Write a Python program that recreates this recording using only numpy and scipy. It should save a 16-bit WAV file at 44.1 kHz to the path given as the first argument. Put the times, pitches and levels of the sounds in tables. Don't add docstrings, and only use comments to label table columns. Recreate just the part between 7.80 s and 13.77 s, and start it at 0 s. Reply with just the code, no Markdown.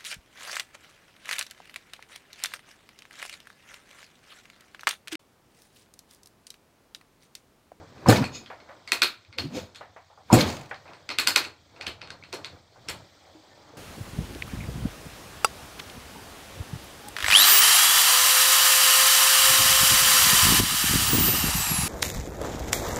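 import sys
import numpy as np
from scipy import signal
from scipy.fft import rfft, irfft, next_fast_len
from scipy.io import wavfile
from scipy.ndimage import uniform_filter1d

SR = 44100
rng = np.random.default_rng(int(sys.argv[2]) if len(sys.argv) > 2 else 0)


def to_linear_factor(level_db):
    exponent = np.asarray(level_db, float) / 20
    return 10 ** exponent


def inscribe(sig):
    pcm = np.round(np.clip(np.atleast_2d(sig).T, -1, 1) * 32767)
    wavfile.write(sys.argv[1], SR, pcm.astype(np.int16))


N = 263277

# [t/s, level/dB]
BREEZE = [(0, -61.5), (.27, -59.5), (.5, -75), (.71, -62.5), (1.13, -61.5), (1.35, -63), (1.58, -67.5),
          (1.901, -65), (2.44, -64.5), (2.96, -61), (3.539, -62), (3.74, -64), (4.04, -61.5), (4.2, -65),
          (4.7, -58.5), (4.87, -64.5), (5.14, -56.5), (5.299, -59.5), (5.97, -59)]
# [peak t/s, rustle level/dB, hum level/dB, swell/s]
SHIFTS = [(0.0, -46, -46.5, 0.46), (.42, -39, -33, 0.51), (.56, -51.5, -57, 0.94), (.91, -53, -61.5, 1.16),
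          (1.23, -51, -56, 0.72), (1.63, -57, -57.5, 0.2), (1.73, -50.5, -59.5, 0.96),
          (2.0, -60.5, -61, 1.5), (2.639, -35, -41, 0.36), (2.74, -42, -38.5, 0.72),
          (2.92, -57, -54.5, 0.43), (3.13, -50, -60, 0.58), (3.47, -50, -50.5, 1.03),
          (3.62, -44, -47, 0.33), (4.041, -47, -60, 0.43), (4.14, -56.5, -54.5, 1.6),
          (4.32, -52, -52, 0.94), (4.591, -44, -51, 0.29), (4.744, -52, -49.5, 0.42),
          (5.14, -46, -44, 0.48), (5.401, -61, -78.5, 9.1), (5.97, -51, -61, 1.86)]
# [f/Hz, density/dB per Hz]
HUM_SPECTRUM = [(15, -57), (25, -1.5), (70, -4.5), (92, -1.5), (150, -8), (172, -10), (223, -13.5),
                (250, -19), (320, -36.5), (550, -120)]
RUSTLE_SPECTRUM = [(120, -34), (200, -16.5), (312, -1.5), (357, -7.5), (577, -4), (1400, -11), (2000, -19),
                   (2600, -30.5), (4400, -120)]
AIR_SPECTRUM = [(880, -37.5), (1500, -14.5), (1830, -6.5), (2300, -6), (2750, -13), (3300, -4.5),
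                (4520, -5), (8510, -17.5), (9410, -31), (15100, -26), (16000, -21.5), (16500, -47)]

# [peak t/s, gear level/dB, rise/s, t60/s, rattle over gears/dB]
SURGES = [(0.281, -17, 0.034, 0.026, -13.5), (0.296, -10.5, 0.045, 0.29, -8),
          (0.325, -14.5, 0.038, 0.1, -12), (0.37, -25, 0.17, 0.13, -1.5), (0.441, -26, 0.73, 0.04, -15),
          (0.559, -52, 0.27, .5, 4.5), (1.583, -39, 0.012, 0.28, 5.5), (1.77, -32, 0.16, 0.27, -4),
          (2.524, -26, 0.05, 0.042, -21), (2.535, -16.5, 0.071, 0.54, -9), (2.572, -20, 0.042, 0.32, -9.5),
          (2.614, -27.5, 0.2, 0.084, 8), (2.675, -35, .1, 0.42, 2.5),]
# [peak t/s, level/dB, rise/s, t60/s]
HEAVES = [
    (.283, -27, .02, .25),
    (.34, -35, 0.3, 0.07),
    (.43, -31.5, 0.06, 0.15),
    (.56, -41, 0.36, 0.49),
    (1.658, -29.5, 0.21, 0.11),
    (2.528, -32.5, 0.02, 0.57),
    (2.66, -38, 0.3, 0.1),
    (2.75, -39, .4, 0.19),
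]
# [f/Hz, density/dB per Hz]
RUMBLE_SPECTRUM = [(15, -66), (25, 1.5), (54, -45), (73, -1.5), (113, 5), (188, -10), (227, 13.5),
                   (447, -5.5), (482, -15), (500, -28), (650, -28.5), (1100, -120)]
GEAR_SPECTRUM = [(210, 0.5), (350, -0.5), (670, -3), (1160, -9.5), (1460, -10), (2040, -13.5),
                 (2230, -35.5), (2500, -14.5), (3250, -45), (5500, -120)]
RATTLE_SPECTRUM = [(1060, -40), (1800, -22), (2220, -1), (2640, -6), (3910, -4.5), (4290, -3), (5640, -9.5),
                   (6180, -10), (10400, -22), (16000, -22)]

# [t/s, peak level/dB, weight/dB, brightness/dB, crack/dB]
RATCHET = [(1.076, -24.5, -21, -18, -0.5), (1.1199, -6.5, -19.5, -17.5, 5.5), (1.2197, 0, -25.5, -22.5, 1),
           (1.5273, -32, -28, -33, -2.5), (1.5851, -14.5, -16, -49, 1.5), (1.948, -27.5, -30, -17, -8.5),
           (1.9587, -34.5, -30, -19, 3), (3.291, -20, -10, -24.5, 3.5), (3.3026, -14, -18, -30, -5),
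           (3.386, -5, -22.5, -18, 1.5), (3.473, -2.5, -22.5, -15.5, 3.5), (3.5608, -1, -23.5, -22, 3),
           (3.6414, -30, -2, -12, 3), (3.6494, -23.5, -8.5, -22.5, 2), (4.0112, -21, -32, -26, 0.5),
           (4.0675, -15, -16.5, -22, 0), (4.2159, -24, -17.5, -35, -2.5), (4.2738, -36, -10, -22, 2.5),
           (4.3042, -26.5, -17, -24, 3), (4.5279, -17.5, -3, -16, -4), (4.6459, -21, -20, -25, 0.5),
           (5.086, -14.5, -18, -13, -3)]
# [t/s, peak level/dB, weight/dB, brightness/dB]
SLAMS = [
    (0.2662, -23.5, -0.5, -19),
    (0.287, -10, -18.5, -4.5),
    (0.425, -24, -24, -32),
    (0.442, -17, -15, -21),
    (2.5285, -9.5, 3, -4),
    (2.5426, -14.5, 3.5, -17),
    (2.5906, -38, -7, -19),
    (2.6086, -13, -18, -45),
]
# [t/s, peak level/dB, weight/dB]
TICKS = [(0.18, -43, -14.5), (0.661, -31.5, -30), (0.8019, -37, 4), (1.449, -42.5, -24), (2.9439, -30, -36),
         (3.0792, -37, -5), (3.134, -32, -17), (3.963, -36, -3.5), (4.437, -30, -30)]
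# [t/s, favoured f/Hz, its gain/dB, main mode gain/dB]
STRUCK = [(.4424, 4330, 0.5, 4), (.6617, 3280, 9.5, -11), (.8017, 2180, 10, -8), (1.076, 2220, 11, -11.5),
          (1.1202, 1960, 4, 3), (1.2196, 3680, 4.5, 3), (1.5273, 2200, 10.5, -4), (1.5849, 3100, 5, -6),
          (1.948, 3900, 3.5, -6), (1.9585, 3500, 11, -6), (2.6087, 3280, 11.5, -1), (2.9455, 3980, 2, -8),
          (3.0812, 2200, 6, 4), (3.134, 1700, 6, -3), (3.2911, 1280, 7, -5), (3.3861, 3640, 5.5, 1.5),
          (3.473, 4870, 5.5, -4), (3.5609, 2100, -0.5, -1.5), (4.0111, 4840, 1.5, 6),
          (4.0675, 3080, 7.5, 1), (4.2155, 2540, 4, -3), (4.3042, 1580, 7, -9), (4.5281, 5500, 5.5, -3),
          (4.6459, 3640, 5, -2), (5.086, 3200, 5, -4)]
# [f/Hz, width/Hz, level/dB]
BLOW_MODES = [(1522, 390, -7), (2030, 450, -5), (2680, 373, -0.5), (3896, 210, 0.5), (4270, 330, -4),
              (4850, 370, -2.5), (5200, 690, -9.5), (6126, 300, -8.5), (8140, 1200, -18), (10800, 720, -22),
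              (12600, 1200, -24), (14800, 1100, -26)]
# [f/Hz, width/Hz, level/dB]
LEVER_MODES = [(1450, 90, -11), (2080, 90, -5), (2205, 50, -3), (2468, 70, -2), (2750, 120, -8),
               (3225, 90, -11), (3690, 100, -7), (4265, 55, 4), (4370, 70, 1), (4480, 90, -5),
               (5200, 120, -9)]
# [f/Hz, level under the blow/dB, t60/s]
LEVER_NOTES = [(2060, -32.5, .12), (2340, -29.5, 0.22), (2480, -21.5, 0.14), (3460, -32.5, 0.091),
               (4272, -27.5, 0.25), (4285, -32, 0.066), (5220, -30.5, 0.11), (8130, -33, .13)]
# [f/Hz, density/dB per Hz]
CASE_SPECTRUM = [(88, -44.5), (150, -15), (354, -4.5), (675, -8.5), (1310, -5.5), (1940, -8.5),
                 (2500, -8.5), (3220, -10), (4240, -4.5), (5680, -19), (9400, -30.5), (11600, -27.5),
                 (13500, -31), (16000, -32.5)]
# [t/s, level/dB, f/Hz,
# t60/s]
PINGS = [(0.285, -12, 5200, 0.032), (0.2845, -24.5, 6890, 0.13), (.362, -22, 2210, 0.051),
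         (2.527, -14, 6960, 0.055), (2.5275, -12, 5260, 0.028), (2.588, -15.5, 2190, 0.053),
         (2.607, -12.5, 4180, 0.038), (0.444, -34, 4340, 0.12), (2.527, -26.5, 3290, 0.1),
         (2.54, -23, 2410, .03), (2.545, -26, 4430, 0.087), (3.39, -24.5, 4290, 0.11),
         (3.565, -26.5, 4280, 0.14), (3.644, -40, 4350, 0.22), (4.22, -46, 4280, .3),
         (4.304, -48, 4300, 0.12), (4.438, -50, 4270, 0.2), (4.535, -47, 4280, .25),
         (1.077, -29.5, 4830, 0.026), (1.122, -20, 6130, 0.014), (.37, -33, 5050, .06),
         (.424, -26, 1500, .02), (1.595, -25.5, 4300, 0.082), (3.3, -36, 4285, 0.22),
         (3.474, -22, 4340, 0.18), (4.07, -36, 4270, .12), (5.086, -19.5, 5520, 0.024),
         (.26, -24, 1000, 0.06), (2.501, -21, 980, 0.13), (4.0107, -7, 2300, 0.006),
         (4.4258, -29.5, 2240, 0.014), (5.509, -53.5, 600, 0.027), (5.55, -41, 313, 0.12),
         (5.712, -54.5, 1794, 0.2), (5.936, -39, 455, 0.073)]

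# [t/s, peak level/dB, centre f/Hz, t60/s, bright part/dB]
KNOCKS = [(0.26, -21, 910, 0.43, -12), (0.701, -31, 700, 0.32, -6), (0.889, -38.5, 590, 0.37, -6),
          (2.009, -35, 740, 0.31, -5), (2.163, -40, 750, 0.34, -4), (2.3, -49.5, 870, 0.6, -15),
          (2.375, -43, 744, 0.28, -16), (2.502, -22.5, 915, 0.8, -19), (2.9115, -29.5, 760, 0.24, 1),
          (3.055, -42.5, 700, 0.89, -8), (4.959, -48.5, 786, 0.59, -10.5), (5.41, -56.5, 800, 0.62, -14),
          (5.468, -47, 590, 1, -21), (5.775, -52, 800, 0.27, -22), (5.704, -60.5, 571, 0.22, 7)]
# [f/Hz, level under the knock/dB, t60/s]
PANEL_NOTES = [(1484, -12, 0.12), (780, -11, 0.16), (1910, -5.5, .03), (585, -12, .1)]

# [peak t/s, level/dB, from f/Hz, to f/Hz, length/s]
GULPS = [(.298, -11.5, 196, 350, .035), (.318, -15, 458, 450, .03), (.312, -12, 120, 112, .05),
         (.29, -15.5, 160, 140, .025), (.35, -24.5, 110, 73, 0.033), (.393, -19.5, 200, 210, .025),
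         (.415, -18, 266, 247, 0.02447), (.42, -17, 160, 110, .025), (1.612, -36, 83, 94, .06),
         (1.587, -38.5, 520, 520, .025), (1.84, -41, 87, 95, 0.046), (1.5, -43.5, 89, 100, .03),
         (1.645, -41, 227, 314, 0.043), (1.64, -37, 370, 356, .03), (1.657, -30, 120, 150, 0.031),
         (1.683, -34.5, 170, 144, .04), (1.74, -32.5, 250, 247, 0.043), (1.762, -33, 300, 291, .04),
         (1.778, -28, 521, 498, .028), (1.735, -36.5, 200, 206, 0.0352), (1.83, -51, 640, 516, .05),
         (2.566, -16.5, 290, 370, .03), (2.598, -18.5, 270, 300, .04), (2.587, -18.5, 130, 100, 0.0298),
         (2.629, -20.5, 130, 270, .025), (2.725, -32, 90, 110, .03), (2.68, -27, 199, 284, 0.0297),
         (.29, -22.5, 700, 720, 0.034), (.302, -24, 1300, 1100, .025), (0.39, -29.5, 960, 940, .03),
         (2.534, -24, 840, 720, .03), (2.54, -15.5, 360, 360, .04), (2.578, -22.5, 740, 760, .03),
         (2.542, -19.5, 619, 634, .03), (2.58, -20.5, 520, 520, .05), (2.67, -31, 81, 100, 0.055)]

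# [t/s, peak level/dB, box f/Hz, box level/dB, t60/s]
PUFFS = [
    (0.285, -5, 251.3, 0.5, 0.18),
    (0.2967, -12.5, 269, -5.5, 0.13),
    (1.587, -41.5, 335, -17, 0.67),
    (2.5281, -3.5, 264, 6.5, 0.1092),
    (2.5443, -10.5, 261, -6.5, 0.11),
    (4.071, -34, 225.4, -5, 0.21),
    (5.085, -41, 538, 5, 0.25),
]
# [f/Hz, level/dB, t60/s]
PIPE_MODES = [(297, -1, 0.09), (349, -18.5, 0.21), (473, -14, 0.34), (491, -20, 0.2), (676, -17.5, 0.045),
              (752, -1.5, 0.07)]

# [peak t/s, level/dB, rise/s, t60/s]
WHEEZES = [
    (.555, -36.5, 0.1, 0.2),
    (1.754, -39.5, 0.066, 0.27),
    (2.69, -42.5, 0.064, 0.22),
    (2.775, -56, .05, 0.12),
]
# [f/Hz, width/Hz, level/dB]
INTAKE_MODES = [(1940, 60, -12), (2500, 130, -5), (2930, 50, -11), (3340, 50, -8), (3690, 50, -1),
                (4270, 70, -4), (4510, 45, -6), (4980, 60, -2), (5160, 80, -4), (5450, 40, -8),
                (6130, 90, -6), (6710, 50, 2), (7050, 50, -5), (7540, 120, -13)]

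# [t/s, peak level/dB]
FIRST_TOUCHES = [(1.073, -32), (1.1158, -21), (1.2171, -9), (1.5229, -37), (1.581, -20), (3.2878, -30),
                 (3.3819, -15), (3.4689, -2), (3.5575, -2), (4.0065, -27), (4.0642, -13), (4.2118, -27),
                 (4.2998, -28), (4.524, -24), (4.6416, -25), (5.082, -19)]

# [t/s, peak level/dB]
COASTING = [(2.5875, -25), (2.6762, -34), (2.6995, -28), (2.724, -32.5), (2.748, -44), (2.7665, -33),
            (2.792, -43), (2.8103, -38), (2.831, -45), (2.858, -47), (2.893, -47), (2.902, -48)]
# [f/Hz, density/dB per Hz]
SKID_SPECTRUM = [(800, -16.5), (2200, 7.5), (4300, 0), (8000, -1.5), (12000, -22), (16000, -14)]

# [f/Hz, t60/s]
PORCH_T60 = [(150, .3), (1000, .32), (4000, .28), (8000, .17), (12000, .13)]


def unit(x):
    return x / np.sqrt(np.mean(x ** 2) + 1e-20)


def along(points, hz):
    f, v = np.transpose(points)
    return np.interp(np.log(hz + 1), np.log(f + 1), v)


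def filtered(x, response):
    size = next_fast_len(len(x) + 8192)
    return irfft(rfft(x, size) * response(np.fft.rfftfreq(size, 1 / SR)), size)[:len(x)]


def rush(spectrum, patchy_db, spiky_db, size=N):
    grain_db = spiky_db * rng.exponential(size=size // 32 + 1).repeat(32)[:size]
    grains = rng.standard_normal(size) * to_linear_factor(grain_db)
    z = signal.stft(grains, nperseg=256)[2]
    field = uniform_filter1d(rng.standard_normal(z.shape), size=4, axis=0)
    field = uniform_filter1d(field, size=4, axis=1)
    patched = signal.istft(z * to_linear_factor(patchy_db * unit(field)), nperseg=256)[1][:size]
    return unit(filtered(patched, lambda hz: to_linear_factor(along(spectrum, hz))))


def add(track, s, sound):
    i = round(s * SR)
    track[i:i + len(sound)] += sound[:len(track) - i]


def dying(t, t60, attack):
    return to_linear_factor(-60 * t / max(t60, .002)) * (1 - np.exp(-t / max(attack, 1e-5)))


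def swells(rows):
    t = np.arange(0, N, 16) / SR
    power = 0
    for s, db, rise, t60 in rows:
        below_peak = 60 * np.maximum((s - t) / rise, (t - s) / t60)
        power = power + to_linear_factor(db - below_peak) ** 2
    return np.interp(np.arange(N) / SR, t, np.sqrt(power))


def resonances(peaks):
    def response(f):
        total = 0
        for k, (centre, width, db) in enumerate(peaks):
            damping = 1j * f * width
            total = total + (-1) ** k * to_linear_factor(db) * damping / (centre * centre - f * f + damping)
        return total
    return response


def notes(modes, t, attack):
    out = np.zeros(len(t))
    for hz, db, t60 in modes:
        out += to_linear_factor(db + rng.normal(0, 3)) * np.sin(2 * np.pi * hz * t) * dying(t, t60, attack)
    return out


def garden():
    air = to_linear_factor(np.interp(np.arange(N) / SR, *np.transpose(BREEZE)))
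    rustle = swells([(s, db, swell, swell) for s, db, _, swell in SHIFTS]) + to_linear_factor(-20) * air
    hum = swells([(s, db, swell, swell) for s, _, db, swell in SHIFTS]) + to_linear_factor(-5) * air
    near = rustle * rush(RUSTLE_SPECTRUM, patchy_db=2.5, spiky_db=0.35)
    far = hum * rush(HUM_SPECTRUM, patchy_db=1, spiky_db=0)
    return far + near + air * rush(AIR_SPECTRUM, patchy_db=-2.0, spiky_db=-0.9)


def cranking():
    gear_gain = swells([row[:-1] for row in SURGES])
    rattle_gain = swells([(s, db + over_db, rise, t60) for s, db, rise, t60, over_db in SURGES])
    low = to_linear_factor(-4) * swells(HEAVES) * rush(RUMBLE_SPECTRUM, patchy_db=1.5, spiky_db=0)
    mesh = to_linear_factor(-1.0) * gear_gain * rush(GEAR_SPECTRUM, patchy_db=-2.0, spiky_db=1.0)
    rattle = to_linear_factor(-2.5) * rattle_gain * rush(RATTLE_SPECTRUM, patchy_db=2.5, spiky_db=1)
    return low + mesh + rattle


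def contacts():
    ratchet = [(*row, -8.5) for row in RATCHET]
    slams = [(*row, -2.2, -10.5) for row in SLAMS]
    ticks = [(*row, -32.5, -2.5, -11.5) for row in TICKS]
    return ratchet + slams + ticks


def favoured(s):
    main_hz, spread = 2460, 0.11
    near = [row for row in STRUCK if abs(row[0] - s) < .005]
    bump = lambda f, hz: np.exp(-(np.log((f + 1) / hz) / spread) ** 2)
    return lambda f: to_linear_factor(sum(db * bump(f, hz) + main_db * bump(f, main_hz) for _, hz, db, main_db in near))


def steel_blow(t, tilt):
    scrape = 0.1 * rng.standard_normal(len(t)) * dying(t, 0.02, 0.0001)
    force = (t == 0) + 0.8 * (t == t[38]) + scrape
    response = lambda hz: tilt(hz) * resonances(BLOW_MODES)(hz) / (1 + 1j * hz / 7000)
    blow = filtered(np.pad(force, (200, 0)), response)
    blow *= np.clip((np.arange(len(blow)) - 188) / 12, 0, 1)
    return blow / np.abs(blow).max()


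def case_rattle(t, tilt):
    late_s, split_hz = 0.0081, 6440
    rattle = filtered(rush(CASE_SPECTRUM, patchy_db=2.0, spiky_db=-0.5, size=len(t)), tilt)
    body = filtered(rattle, lambda hz: 1 / (1 + (hz / split_hz) ** 6))
    late = np.maximum(t - late_s, 0)
    bright = to_linear_factor(-5) * dying(t, .12, 0.0017) + dying(late, .2, .002) + to_linear_factor(3) * dying(late, .04, 0.0022)
    return body * dying(t, 0.19, 0.006) + to_linear_factor(-2.5) * (rattle - body) * bright


def clacks():
    out, t = np.zeros(N), np.arange(2 * SR // 5) / SR
    lead_in = 200 / SR
    for s, db, low_db, high_db, crack_db, upper_db in contacts():
        dull_db = min(low_db + 18.0, 9)
        sharp_db = high_db + 17.0 + 0.49 * (db + 14.0)
        points = [(100, low_db - 7.5), (260, dull_db), (600, dull_db), (1400, 0.0071), (2900, 0.011),
                  (3600, upper_db + 6.0), (5500, upper_db + 7.5), (7500, high_db + 25.5), (12000, sharp_db)]
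        place = favoured(s)
        tilt = lambda hz: to_linear_factor(along(points, hz)) * place(hz)
        blow = steel_blow(t, tilt)
        shake = rng.standard_normal(len(t)) * dying(t, 0.14, 0.002)
        ring = filtered(shake, lambda hz: tilt(hz) * resonances(LEVER_MODES)(hz))
        add(out, s - .0003 - lead_in, -to_linear_factor(db + crack_db) * blow)
        add(out, s, to_linear_factor(db - 14.5) * (to_linear_factor(13.5) * ring + case_rattle(t, tilt)))
        add(out, s, to_linear_factor(db + upper_db + 4.5) * notes(LEVER_NOTES, t, 0.0024))
        add(out, s + 0.012 - lead_in, to_linear_factor(db + crack_db - 15.5) * blow)
    return out


def pings():
    out, t = np.zeros(N), np.arange(2 * SR // 5) / SR
    for s, db, hz, t60 in PINGS:
        add(out, s, to_linear_factor(db) * np.sin(2 * np.pi * hz * t) * dying(t, t60, 0.0012))
    return out


def knocks():
    out, t = np.zeros(N), np.arange(SR // 2) / SR
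    hold_s = .045
    for s, db, hz, t60, bright_db in KNOCKS:
        panel = [(300, -26), (480, -8), (hz, 0), (1.2 * hz, -5), (2000, bright_db - 6.0),
                 (3200, bright_db - 22.0), (9000, -50)]
        hollow = rush(panel, patchy_db=-1.0, spiky_db=0.0, size=len(t))
        held = dying(t, t60, .001) * to_linear_factor(6 / (1 + (t / hold_s) ** 6))
        tick = to_linear_factor(bright_db / 2 + 9) * dying(t, .015, .0003)
        add(out, s, to_linear_factor(db - 10) * hollow * (held + tick))
        add(out, s, to_linear_factor(db + bright_db) * notes(PANEL_NOTES, t, 0.0016))
    return out


def gulps():
    out = np.zeros(N)
    for s, db, from_hz, to_hz, length in GULPS:
        count = round(1.5 * length * SR)
        phase = 2 * np.pi * np.cumsum(np.linspace(from_hz, to_hz, count)) / SR
        add(out, s - count / SR / 2, to_linear_factor(db) * np.hanning(count) * np.sin(phase))
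    return out


def exhaust():
    out, t = np.zeros(N), np.arange(SR // 2) / SR
    delayed = t - .0022
    rising = delayed - 0.003 * (np.exp(-.0022 / 0.033) - np.exp(-t / 0.0086))
    for s, db, box_hz, box_db, t60 in PUFFS:
        pipe_hz = 120.1 + 1.4 * db
        pipe = np.sin(2 * np.pi * pipe_hz * t) * dying(t, t60, .004)
        box = np.cos(2 * np.pi * box_hz * rising) * dying(t, .6 * t60, .0025)
        upper = np.zeros(len(t))
        for hz, mode_db, life in PIPE_MODES:
            upper += to_linear_factor(mode_db) * np.cos(2 * np.pi * hz * delayed) * dying(t, life, 0.0023)
        add(out, s, -to_linear_factor(db) * (pipe + to_linear_factor(box_db) * box + to_linear_factor(-3.5) * upper))
    return out


def intake():
    duct = lambda hz: resonances(INTAKE_MODES)(hz) / (1 + (hz / 8300) ** 12)
    return swells(WHEEZES) * unit(filtered(rng.standard_normal(N), duct))


def first_touches():
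    force = np.zeros(N)
    for s, db in FIRST_TOUCHES:
        force[round(s * SR)] = to_linear_factor(db + 13.5)
    return filtered(force, lambda hz: resonances(BLOW_MODES)(hz) / (1 + 1j * hz / 7000) ** 4)


def coasting():
    out, t = np.zeros(N), np.arange(SR // 10) / SR
    for s, db in COASTING:
        scuff = rush(SKID_SPECTRUM, patchy_db=0.0, spiky_db=-1.5, size=len(t))
        add(out, s, to_linear_factor(db) * scuff * dying(t, 0.038, 0.0014))
    return out


def porch(x):
    hz, t, z = signal.stft(rng.standard_normal(SR // 2), SR, nperseg=256)
    fading = to_linear_factor(-60 * t / along(PORCH_T60, hz)[:, None])
    tail = signal.istft(z * fading, SR, nperseg=256)[1]
    delayed = np.pad(x, (600, 0))
    return signal.fftconvolve(delayed, tail / np.linalg.norm(tail))[:N]


def scene():
    steel = clacks() + pings() + first_touches() + coasting()
    bike = steel + cranking() + knocks() + gulps() + exhaust() + intake()
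    return (garden() + bike + to_linear_factor(-16.0) * porch(bike))[None]


def band_limit(x):
    return signal.sosfilt(signal.butter(12, 16800, fs=SR, output="sos"), x)


def record(dry):
    top_hz = 15800
    thin = filtered(dry[0], lambda hz: to_linear_factor(along([(20, -15.0), (62, -15.0), (82, -1.5)], hz)))
    held = thin / (1 + np.abs(thin / .99) ** 6) ** (1 / 6)
    edge = [(top_hz - 250, 0), (top_hz + 150, -30), (top_hz + 750, -42), (top_hz + 950, -90)]
    mix = filtered(held, lambda hz: to_linear_factor(along(edge, hz)))[None]
    return band_limit(mix)


dry = scene()
out = record(dry)
inscribe(out)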